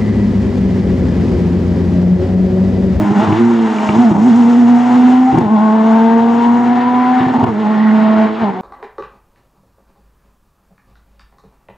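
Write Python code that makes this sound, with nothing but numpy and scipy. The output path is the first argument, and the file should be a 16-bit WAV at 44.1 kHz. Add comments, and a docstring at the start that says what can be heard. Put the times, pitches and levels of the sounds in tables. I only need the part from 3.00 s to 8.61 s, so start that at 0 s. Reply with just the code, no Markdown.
"""A four-cylinder rally car threads a chicane and drives off up a lane at full throttle, heard from the roadside.
Sines at the firing orders make the exhaust note; noise puffed once a firing makes the rough roar.
Tabled ignition cuts stutter both; struck pipe modes and gas bursts make thumps and cracks.
Random sparse echoes stand for walls and banks; grit ticks underneath and wind buffets the microphone."""
import sys
import numpy as np
from scipy import signal
from scipy.fft import rfft, irfft, next_fast_len
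from scipy.io import wavfile
from scipy.ndimage import uniform_filter1d

SR = 44100
rng = np.random.default_rng(int(sys.argv[2]) if len(sys.argv) > 2 else 0)


def unload_wav(signal):
    """Save mono or channel-first audio to the path in sys.argv[1] as 16-bit WAV at rate SR, clipped to [-1, 1]."""
    wavfile.write(
        sys.argv[1],
        SR,
        np.round(np.clip(np.atleast_2d(signal).T, -1, 1) * 32767).astype(np.int16),
    )


N = 247401

# Port level difference. Each row: frequency in Hz, left over right in dB.
PORT_LEAN = [(60, -1.5), (160, -1.1), (250, -1.2), (400, -1), (650, 2.5), (1050, 2.5), (1680, 0.3),
             (2710, 0)]
# Port phase difference. Each row: frequency in Hz, left lead in radians.
PORT_LEAD = [(0, 0), (340, -0.32), (600, 0.33), (1120, -1.04), (1380, -0.18), (1640, -0.39), (2150, 0.049),
             (2410, 0.21), (2840, 0.014)]
# Car position. Each row: time in seconds, left over right in dB.
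PAN = [(0, 0), (1, 0), (2, 0.8), (3.7, 1.5), (4.6, -0.8), (5.61, -0.5)]
# Likeness of the sides. Each row: frequency in Hz, left-right likeness from 0 to 1.
LIKENESS = [(60, 0.93), (160, 0.99), (260, 0.997), (380, .98), (530, 0.84), (910, 0.83), (1570, 0.74),
            (2710, 0.86), (4500, .99), (7200, .99), (8500, 0.6)]
# Echo decay. Each row: frequency in Hz, t60 in seconds.
LANE_DECAY = [(100, 0.7), (1000, 0.29), (8000, 0.32)]

# Grit on the underbody. Each row: time in seconds, peak in dB.
KNOCKS = [(0.789, -16), (.893, -10)]
# Panel modes. Each row: nominal frequency in Hz, relative level in dB, t60 in seconds.
PANEL_MODES = [(1280, -5, 0.03), (2335, -1, 0.016), (2810, -5, 0.016)]

# Unburnt charges going off in the pipe. Each row: time in seconds, peaks in dB of thump, dull clack, sharp snap.
POPS = [(0.032, -8.5, -27.5, -73), (0.111, -7, -25, -56), (0.221, -13.5, -14.5, -49),
        (0.291, -7.5, -42, -53), (0.327, -5.5, -13.5, -47), (0.895, -8.5, -18, -56),
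        (0.969, -15, -20.5, -48), (1.116, -2, -24.5, -59), (2.33, -9, -26, -54), (2.346, -5, -30.5, -58),
        (2.371, -9.5, -29.5, -58), (2.382, -3, -20.5, -47), (2.387, -8.5, -23, -28),
        (2.419, -9.5, -32, -54), (2.463, -12.5, -29, -65), (4.209, -10, -13, -65), (4.268, -10, -35, -56),
        (4.32, -14.5, -32, -57.5), (4.383, -10.5, -35.5, -61), (4.433, -4.5, -26.5, -60),
        (4.441, -5.5, -16.5, -32), (4.489, -12.5, -29.5, -61), (5.425, -16, -21.5, -60)]
# Pipe modes. Each row: nominal frequency in Hz, relative level in dB, t60 in seconds.
PIPE_MODES = [(125.3, 5, 0.039), (167, -4.5, 0.11), (341.2, 3, 0.063), (770, -8, 0.0099),
              (1010, -5.5, 0.0047)]
# Spectra of the gas bursts. Each row: frequency in Hz, relative density in dB per Hz.
CLACK_COLOUR = [(400, -33), (900, 6), (1500, -7.5), (3000, -10), (6000, -52.5)]
SNAP_COLOUR = [(2000, -35.5), (4500, 3), (7000, -6), (11000, -23.5), (16000, -16.5)]
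CLACK_PEAK_S, SNAP_FADE_S = .003, .0012

# Raspy ring as the tailpipe swings to face back. Each row: time in seconds, pitch in Hz, rms in dB.
RASP_RING = [(3.6, 1714, -52.5), (3.8, 1820, -35.5), (4, 1750, -56), (4.16, 1809, -32.5),
             (4.55, 1732, -53.5), (4.85, 1930, -28.5), (4.95, 1875, -40), (5.1, 1890, -34),
             (5.3, 1910, -55)]

# Gas noise effort. Each row: time in seconds, reference level in dB.
EFFORT = [(0, -35), (.14, -33.5), (.24, -28), (.52, -34.5), (.72, -32), (1.05, -33.5), (1.17, -39),
          (1.29, -35.5), (1.55, -36.5), (2.08, -32), (2.2, -34), (2.38, -32.5), (2.47, -40), (2.54, -35.5),
          (2.85, -32.5), (3.46, -32), (3.62, -35), (3.76, -26.5), (4.2, -27), (4.44, -30.5), (4.54, -36),
          (4.77, -26.5), (5.24, -25), (5.32, -30), (5.44, -26.5), (5.55, -32), (5.607, -36)]
# Dulling as the car turns and draws away. Each row: time in seconds, treble change in dB, taken in part by each layer.
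TREBLE = [(0, 0.5), (.3, -3.5), (1.25, 4), (2.35, -3), (2.55, -5.5), (3.2, -7), (3.6, -5.5), (3.8, -14.5),
          (4.5, -9.5), (4.8, -14.5), (5.607, -18.5)]
# Roar, snarl, rasp, hiss. Each row: dB over the usual effort, share of its swings, share of the dulling.
ROAR_LAYERS = [(10.5, 0.54, 0.31), (1, 0.79, 0.24), (-7, .9, 0.43), (-14, 0.71, 0.99)]
# Spectra of the four layers. Each row: frequency in Hz, relative density in dB per Hz.
ROAR_COLOUR = [(18, -91.5), (30, -43.5), (188, -20.5), (207, -42.5), (230, 0.5), (252, -12), (295, -20.5),
               (420, -18.5), (475, -19.5), (572, -25.5), (699, -18), (909, -13), (1200, -29.5),
               (1560, -52.5), (2640, -120)]
SNARL_COLOUR = [(850, -26), (1150, 3.5), (1450, 7), (1600, 2.5), (1850, 3), (2150, 0), (2400, -6.5),
                (3200, -56)]
RASP_COLOUR = [(1800, -30.5), (2700, 6), (3600, 1), (4300, -4.5), (5200, -14.5), (7000, -53.5)]
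HISS_COLOUR = [(3800, -23.5), (5200, 1.5), (7000, 3), (8500, -10), (10500, -19.5), (12000, -26),
               (16000, -34)]
USUAL_EFFORT_DB = -33
STUTTER_DB_PER_DB, STUTTER_S = 1.5, 0.086  # roar swell per dB of cut, averaging time

# Firing tone. Each row: time in seconds, firing rate in Hz, rms in dB.
FIRING = [(0.0, 209, -11.5), (.04, 205.6, -17.5), (.1, 199.6, -10), (.14, 212.8, -18), (.18, 195.2, -7),
          (.23, 222.2, -17), (.29, 201.3, -13.5), (.37, 223, -30), (.41, 234.6, -11), (.5, 236.1, -8.5),
          (.76, 212, -18), (.85, 214, -17), (.93, 206.2, -14.5), (1.0, 241.2, -4), (1.035, 246.8, -10.5),
          (1.07, 224.2, -4.5), (1.14, 195.3, -13), (1.21, 212, -7.5), (1.25, 235.5, -6.5),
          (1.75, 240.9, -6.5), (1.82, 243.7, -12.5), (2.06, 249.9, -4.5), (2.26, 256.6, -9),
          (2.35, 259.4, -16), (2.42, 240, -11), (2.47, 201.2, -17), (2.5, 211.6, -13.5), (2.535, 213, -7),
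          (2.6, 214.7, -10), (2.95, 223.9, -9.5), (3.55, 239.4, -9.5), (3.85, 245.8, -13.5),
          (4.2, 253.6, -12), (4.37, 254.6, -15.5), (4.435, 253.4, -11.5), (4.47, 244.9, -17.5),
          (4.54, 204.2, -18.5), (4.6, 212.4, -15), (4.88, 216.1, -8.5), (5.255, 217.7, -11),
          (5.29, 213.5, -19), (5.39, 222.3, -26), (5.415, 235.4, -14.5), (5.44, 214.5, -14),
          (5.465, 202.3, -16.5), (5.505, 195, -18), (5.53, 187.1, -25.5), (5.607, 185.4, -30.5)]
# Other orders, before pipe colour. Each row: time in seconds, rms in dB of the half orders from
# uneven cylinders, of order 2, of order 3, of orders 4 and 5.
ORDER_LEVELS = [(0, -14, -42, -18, -38), (.12, -27, -26, -40, -30), (.23, -23.5, -31, -20, -26),
                (.3, -16, -31, -31, -30), (.45, -14.5, -36, -40, -36), (.6, -19, -29, -38, -40),
                (.85, -35, -28, -25, -38), (.97, -15, -29, -27, -34), (1.04, -31, -33, -19, -28),
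                (1.15, -21.5, -30, -36, -42), (1.26, -26.5, -36, -26, -40), (1.35, -31, -31, -32, -30),
                (1.55, -34, -27, -32, -36), (1.7, -34, -29, -24, -31), (1.76, -36.5, -24, -26, -34),
                (1.84, -42.5, -38, -27, -36), (1.92, -36, -26, -22, -27), (2.05, -41.5, -34, -29, -36),
                (2.2, -40, -35, -25, -34), (2.35, -37, -38, -19, -38), (2.42, -29.5, -27, -27, -31),
                (2.6, -32.5, -33, -23, -20), (2.8, -37.5, -23, -23, -22), (3.4, -33, -25, -25, -22),
                (3.8, -36.5, -28, -24, -23), (4.1, -41, -30, -23, -25), (4.23, -39.5, -34, -21, -31),
                (4.42, -38, -32, -20, -35), (4.48, -26, -27, -36, -45), (4.68, -39, -25, -29, -26),
                (4.9, -36.5, -32, -28, -29), (5.08, -35.5, -33, -20, -29), (5.25, -31, -22, -18, -28),
                (5.3, -29, -25, -41, -36), (5.38, -34, -37, -36, -45), (5.44, -38.5, -23, -22, -22),
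                (5.53, -40, -28, -46, -34), (5.607, -45, -31, -34, -30)]
# Order 0.5 against order 1.5. Each row: time in seconds, level in dB.
LOWEST = [(0, 2), (.12, -8), (.31, 6), (.56, -16), (.85, -11.5), (.97, -2), (1.4, 4), (2.1, 9.5),
          (2.42, -0.5), (2.799, -17), (3.6, 1.5), (4.2, 4), (4.5, -5.5), (5.607, -10)]
# Side lines from uneven cylinders and top firing orders: multiples of the firing rate.
FAINT_ORDERS = [3.25, 3.5, 3.75, 4.25, 4.5, 6, 7]
# Their levels in dB against orders 4 and 5.
FAINT_DB = [-17, -21, -14.5, -13.5, -12.5, -4.5, 0]
# Pitches the pipe favours. Each row: frequency in Hz, gain in dB.
ORDER_COLOUR = [(110, -6.5), (300, 0), (370, 0), (420, 0.5), (470, 0.5), (520, -6.5), (630, -0.5),
                (700, -0.5), (780, 5.5), (880, 0), (980, 0.5), (1090, -5), (1250, -24), (1560, -18),
                (1800, -24.5)]
FADING_RMS_DB, FADING_HZ = 1.6, 4  # swell and sink by echoes along the lane

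# Ignition cuts. Each row: centre in seconds, length in seconds, nominal depth in dB.
CUTS = [(.263, .014, 8.5), (0.977, .014, 6.5), (1.14, .024, 14), (1.176, 0.014, 12), (1.208, .012, 8.5),
        (2.337, .012, 4.5), (2.367, .012, 7.5), (2.395, 0.022, 14), (2.427, .012, 6.5), (4.209, 0.011, 6),
        (4.271, 0.013, 11), (4.322, .016, 8.5), (4.385, .02, 17), (4.424, .01, 15), (4.456, .014, 33),
        (5.523, .025, 9)]
# Driveline rebound as a gear bites. Each row: start in seconds, initial swing of the firing rate in Hz.
SHUNTS = [(1.247, 23.3), (1.56, 8), (2.501, 10.45), (4.577, 7.4)]
SHUNT_HZ, SHUNT_FADE_S = 8.63, 0.13

PORT_SIDES = np.array([[.5], [-.5]])  # left, right share of a difference
BAND_EDGE_HZ = 15700


def gain_of(db):
    """Decibels to gain."""
    return 10 ** (np.asarray(db) / 20)


def evened(x):
    """Scales to rms 1."""
    return x / np.sqrt(np.mean(x ** 2) + 1e-20)


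def read(points, hz):
    """Reads a spectrum on a log-frequency axis."""
    point_hz, value = np.transpose(points)
    return np.interp(np.log(hz + 1), np.log(point_hz + 1), value)


def along(rows):
    """Each column of a time table, sample by sample."""
    row_s, *columns = np.transpose(rows)
    return [np.interp(np.arange(N) / SR, row_s, column) for column in columns]


def shaped(x, response):
    """Filters by a response given as a function of frequency."""
    size = next_fast_len(N)
    return irfft(rfft(x, size) * response(np.fft.rfftfreq(size, 1 / SR)), size)[..., :N]


def wander(hz):
    """Low-passed noise of rms 1, at half amplitude at hz."""
    return evened(shaped(rng.standard_normal(N), lambda f: 1 / (1 + (f / hz) ** 2)))


def ring(modes, t, chance, rise_s, spread):
    """One blow on a set of decaying modes, each a little off its pitch; peak 1."""
    x = 0
    for (hz, db, t60_s), c in zip(modes, chance):
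        actual_hz = hz * (1 + spread * (c - .5))
        x = x + gain_of(db - 60 * t / t60_s) * np.sin(2 * np.pi * actual_hz * t + 2 * np.pi * c * 7)
    x = x * (1 - np.exp(-t / rise_s))
    return x / abs(x).max()


def wind():
    """Lumpy low noise that dies down, unrelated at the two ports."""
    air = shaped(rng.standard_normal((2, N)), lambda f: f / (f + 60) / (1 + (f / 150) ** 2))
    gust_db = 4.5 * wander(hz=6)
    fade_db = -2.6 * np.arange(N) / SR
    return gain_of(-49.5 + fade_db + gust_db) * evened(air)


def lane(x):
    """Sparse echoes of random sign, other ones for each side, each band dying at its own speed."""
    taps = np.zeros((2, SR // 2))
    # One tap in every 20 samples, at a random place.
    at = np.arange(300, SR // 2 - 20, 20) + rng.integers(0, 20, (2, (SR // 2 - 301) // 20))
    np.put_along_axis(taps, at, rng.choice([-1., 1.], at.shape), 1)
    hz, t, bands = signal.stft(taps, SR, nperseg=256)
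    decay = gain_of(-60 * t / read(LANE_DECAY, hz)[:, None])
    tail = signal.istft(bands * decay, SR, nperseg=256)[1]
    return signal.fftconvolve(x[None], tail / np.linalg.norm(tail[0]), axes=1)[:, :N]


def knocks():
    """Grit strikes sheet metal: two short dull ticks of panel modes."""
    out, t = np.zeros(N), np.arange(SR // 20) / SR
    chance = rng.random((len(KNOCKS), len(PANEL_MODES)))
    for (s, db), c in zip(KNOCKS, chance):
        start = round((s - .004) * SR)
        out[start:start + len(t)] += gain_of(db) * ring(PANEL_MODES, t, c, rise_s=.002, spread=.06)
    return out


def pops():
    """Each pop rings the pipe low and spits a short burst of gas, dull and sharp."""
    out, t = np.zeros(N + SR), np.arange(SR // 5) / SR
    chance = rng.random((len(POPS), len(PIPE_MODES)))
    burst = t / CLACK_PEAK_S * np.exp(1 - t / CLACK_PEAK_S)
    gas = rng.standard_normal((len(POPS), len(t))) * burst
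    hz = np.fft.rfftfreq(len(t), 1 / SR)
    for (s, thump_db, clack_db, snap_db), c, g in zip(POPS, chance, gas):
        clack = irfft(rfft(g) * gain_of(read(CLACK_COLOUR, hz)), len(t))
        snap = irfft(rfft(g) * gain_of(read(SNAP_COLOUR, hz)), len(t))
        snap = snap * np.exp(-abs(t - .005) / SNAP_FADE_S)
        crack = gain_of(clack_db) * clack / abs(clack).max() + gain_of(snap_db) * snap / abs(snap).max()
        thump = gain_of(thump_db) * ring(PIPE_MODES, t, c, rise_s=0.0068, spread=0.14)
        start = round((s - .005) * SR)
        out[start:start + len(t)] += thump + crack
    return out[:N]


def rasp_ring():
    """A narrow band of noise carried up to the ring's pitch."""
    hz, db = along(RASP_RING)
    return np.sqrt(2) * gain_of(db) * wander(hz=90) * np.cos(2 * np.pi * np.cumsum(hz) / SR)


def roar(turns, burn):
    """Gas noise leaves the pipe in one puff a firing, each puff of its own size."""
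    size = gain_of(0.18 * rng.standard_normal(N)[turns.astype(int)])
    puffs = (2.6 + np.exp(-(turns % 1) / .5)) * size * rng.standard_normal(N)
    swing_db = along(EFFORT)[0] - USUAL_EFFORT_DB
    dull_db = along(TREBLE)[0]
    levels_db = [USUAL_EFFORT_DB + over_db + swing_share * swing_db + dull_share * dull_db
                 for over_db, swing_share, dull_share in ROAR_LAYERS]
    mean_burn_db = uniform_filter1d(20 * np.log10(burn), size=round(STUTTER_S * SR))
    levels_db[0] = levels_db[0] - STUTTER_DB_PER_DB * mean_burn_db
    gust_db = 0.85 * wander(hz=8.2)  # shared by the layers
    out = 0
    for db, colour in zip(levels_db, [ROAR_COLOUR, SNARL_COLOUR, RASP_COLOUR, HISS_COLOUR]):
        layer = evened(shaped(puffs, lambda f: gain_of(read(colour, f))))
        out = out + gain_of(db + gust_db + 1.14 * wander(hz=27)) * layer
    return out


def note(hz, first_db, burn):
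    """Firing orders as sines; the higher ones waver more along the lane and drop deeper in each cut."""
    half_db, second_db, third_db, high_db = along(ORDER_LEVELS)
    lowest_db = half_db + along(LOWEST)[0]
    orders = [1, .5, 1.5, 2, 3, 4, 5, *FAINT_ORDERS]
    levels_db = [first_db, lowest_db, half_db, second_db, third_db, high_db, high_db]
    levels_db += [high_db + db for db in FAINT_DB]
    turns = np.cumsum(hz) / SR
    out = 0
    for k, db in zip(orders, levels_db):
        phase = 2 * np.pi * (k * turns + rng.random()) + 0.13 * k * wander(hz=28.8)
        cut = burn ** (.55 + .3 * k)
        waver_db = .8 * np.sqrt(k) * wander(hz=22)
        # The firing tone itself takes no pipe colour or fading.
        pipe_db = (k != 1) * (read(ORDER_COLOUR, k * hz) + FADING_RMS_DB * wander(FADING_HZ))
        out = out + np.sqrt(2) * gain_of(db + pipe_db + waver_db) * cut * np.cos(phase)
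    return out


def ignition():
    """Gain of the burn: each cut is a soft-edged hole."""
    t = np.arange(N) / SR
    return gain_of(-sum(db * np.exp(-(2 * (t - s) / length_s) ** 4) for s, length_s, db in CUTS))


def shunt():
    """The driveline winds up and rebounds: a dying swing of the firing rate in Hz."""
    start_s, swing_hz = np.transpose(SHUNTS)
    since_s = np.maximum(np.arange(N) / SR - start_s[:, None], 0)
    return swing_hz @ (np.exp(-since_s / SHUNT_FADE_S) * np.sin(2 * np.pi * SHUNT_HZ * since_s))


def scene():
    """The car straight on, plus its scattered sound, which fills the share that differs between the sides."""
    hz, first_db = along(FIRING)
    hz = uniform_filter1d(hz, size=SR // 50) + shunt()
    burn = ignition()
    exhaust = note(hz, first_db, burn)
    gas = burn ** 0.24 * (roar(np.cumsum(hz) / SR, burn) + rasp_ring())
    car = exhaust + gas + pops() + knocks()
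    scattered = shaped(lane(car), lambda f: np.sqrt(1 - np.clip(read(LIKENESS, f), 0, .999)))
    return (car + scattered) * gain_of(PORT_SIDES * along(PAN)[0])


def record(dry):
    """Two close ports differ in level and phase, hiss and catch wind; bass cut, soft overload, band limit."""
    def port_response(f):
        bass_cut = 1 / np.sqrt(1 + (70 / (f + 1)) ** 6)
        return gain_of(PORT_SIDES * read(PORT_LEAN, f)) * np.exp(1j * PORT_SIDES * read(PORT_LEAD, f)) * bass_cut

    hiss = gain_of(-82.0) * rng.standard_normal(dry.shape)
    ports = shaped(dry, port_response) + wind() + hiss
    held = ports / (1 + abs(ports) ** 8) ** (1 / 8)
    low_pass = signal.firwin(1023, BAND_EDGE_HZ, window=("kaiser", 9), fs=SR)
    return signal.oaconvolve(held, low_pass[None], "same")


dry = scene()
out = record(dry)
unload_wav(out)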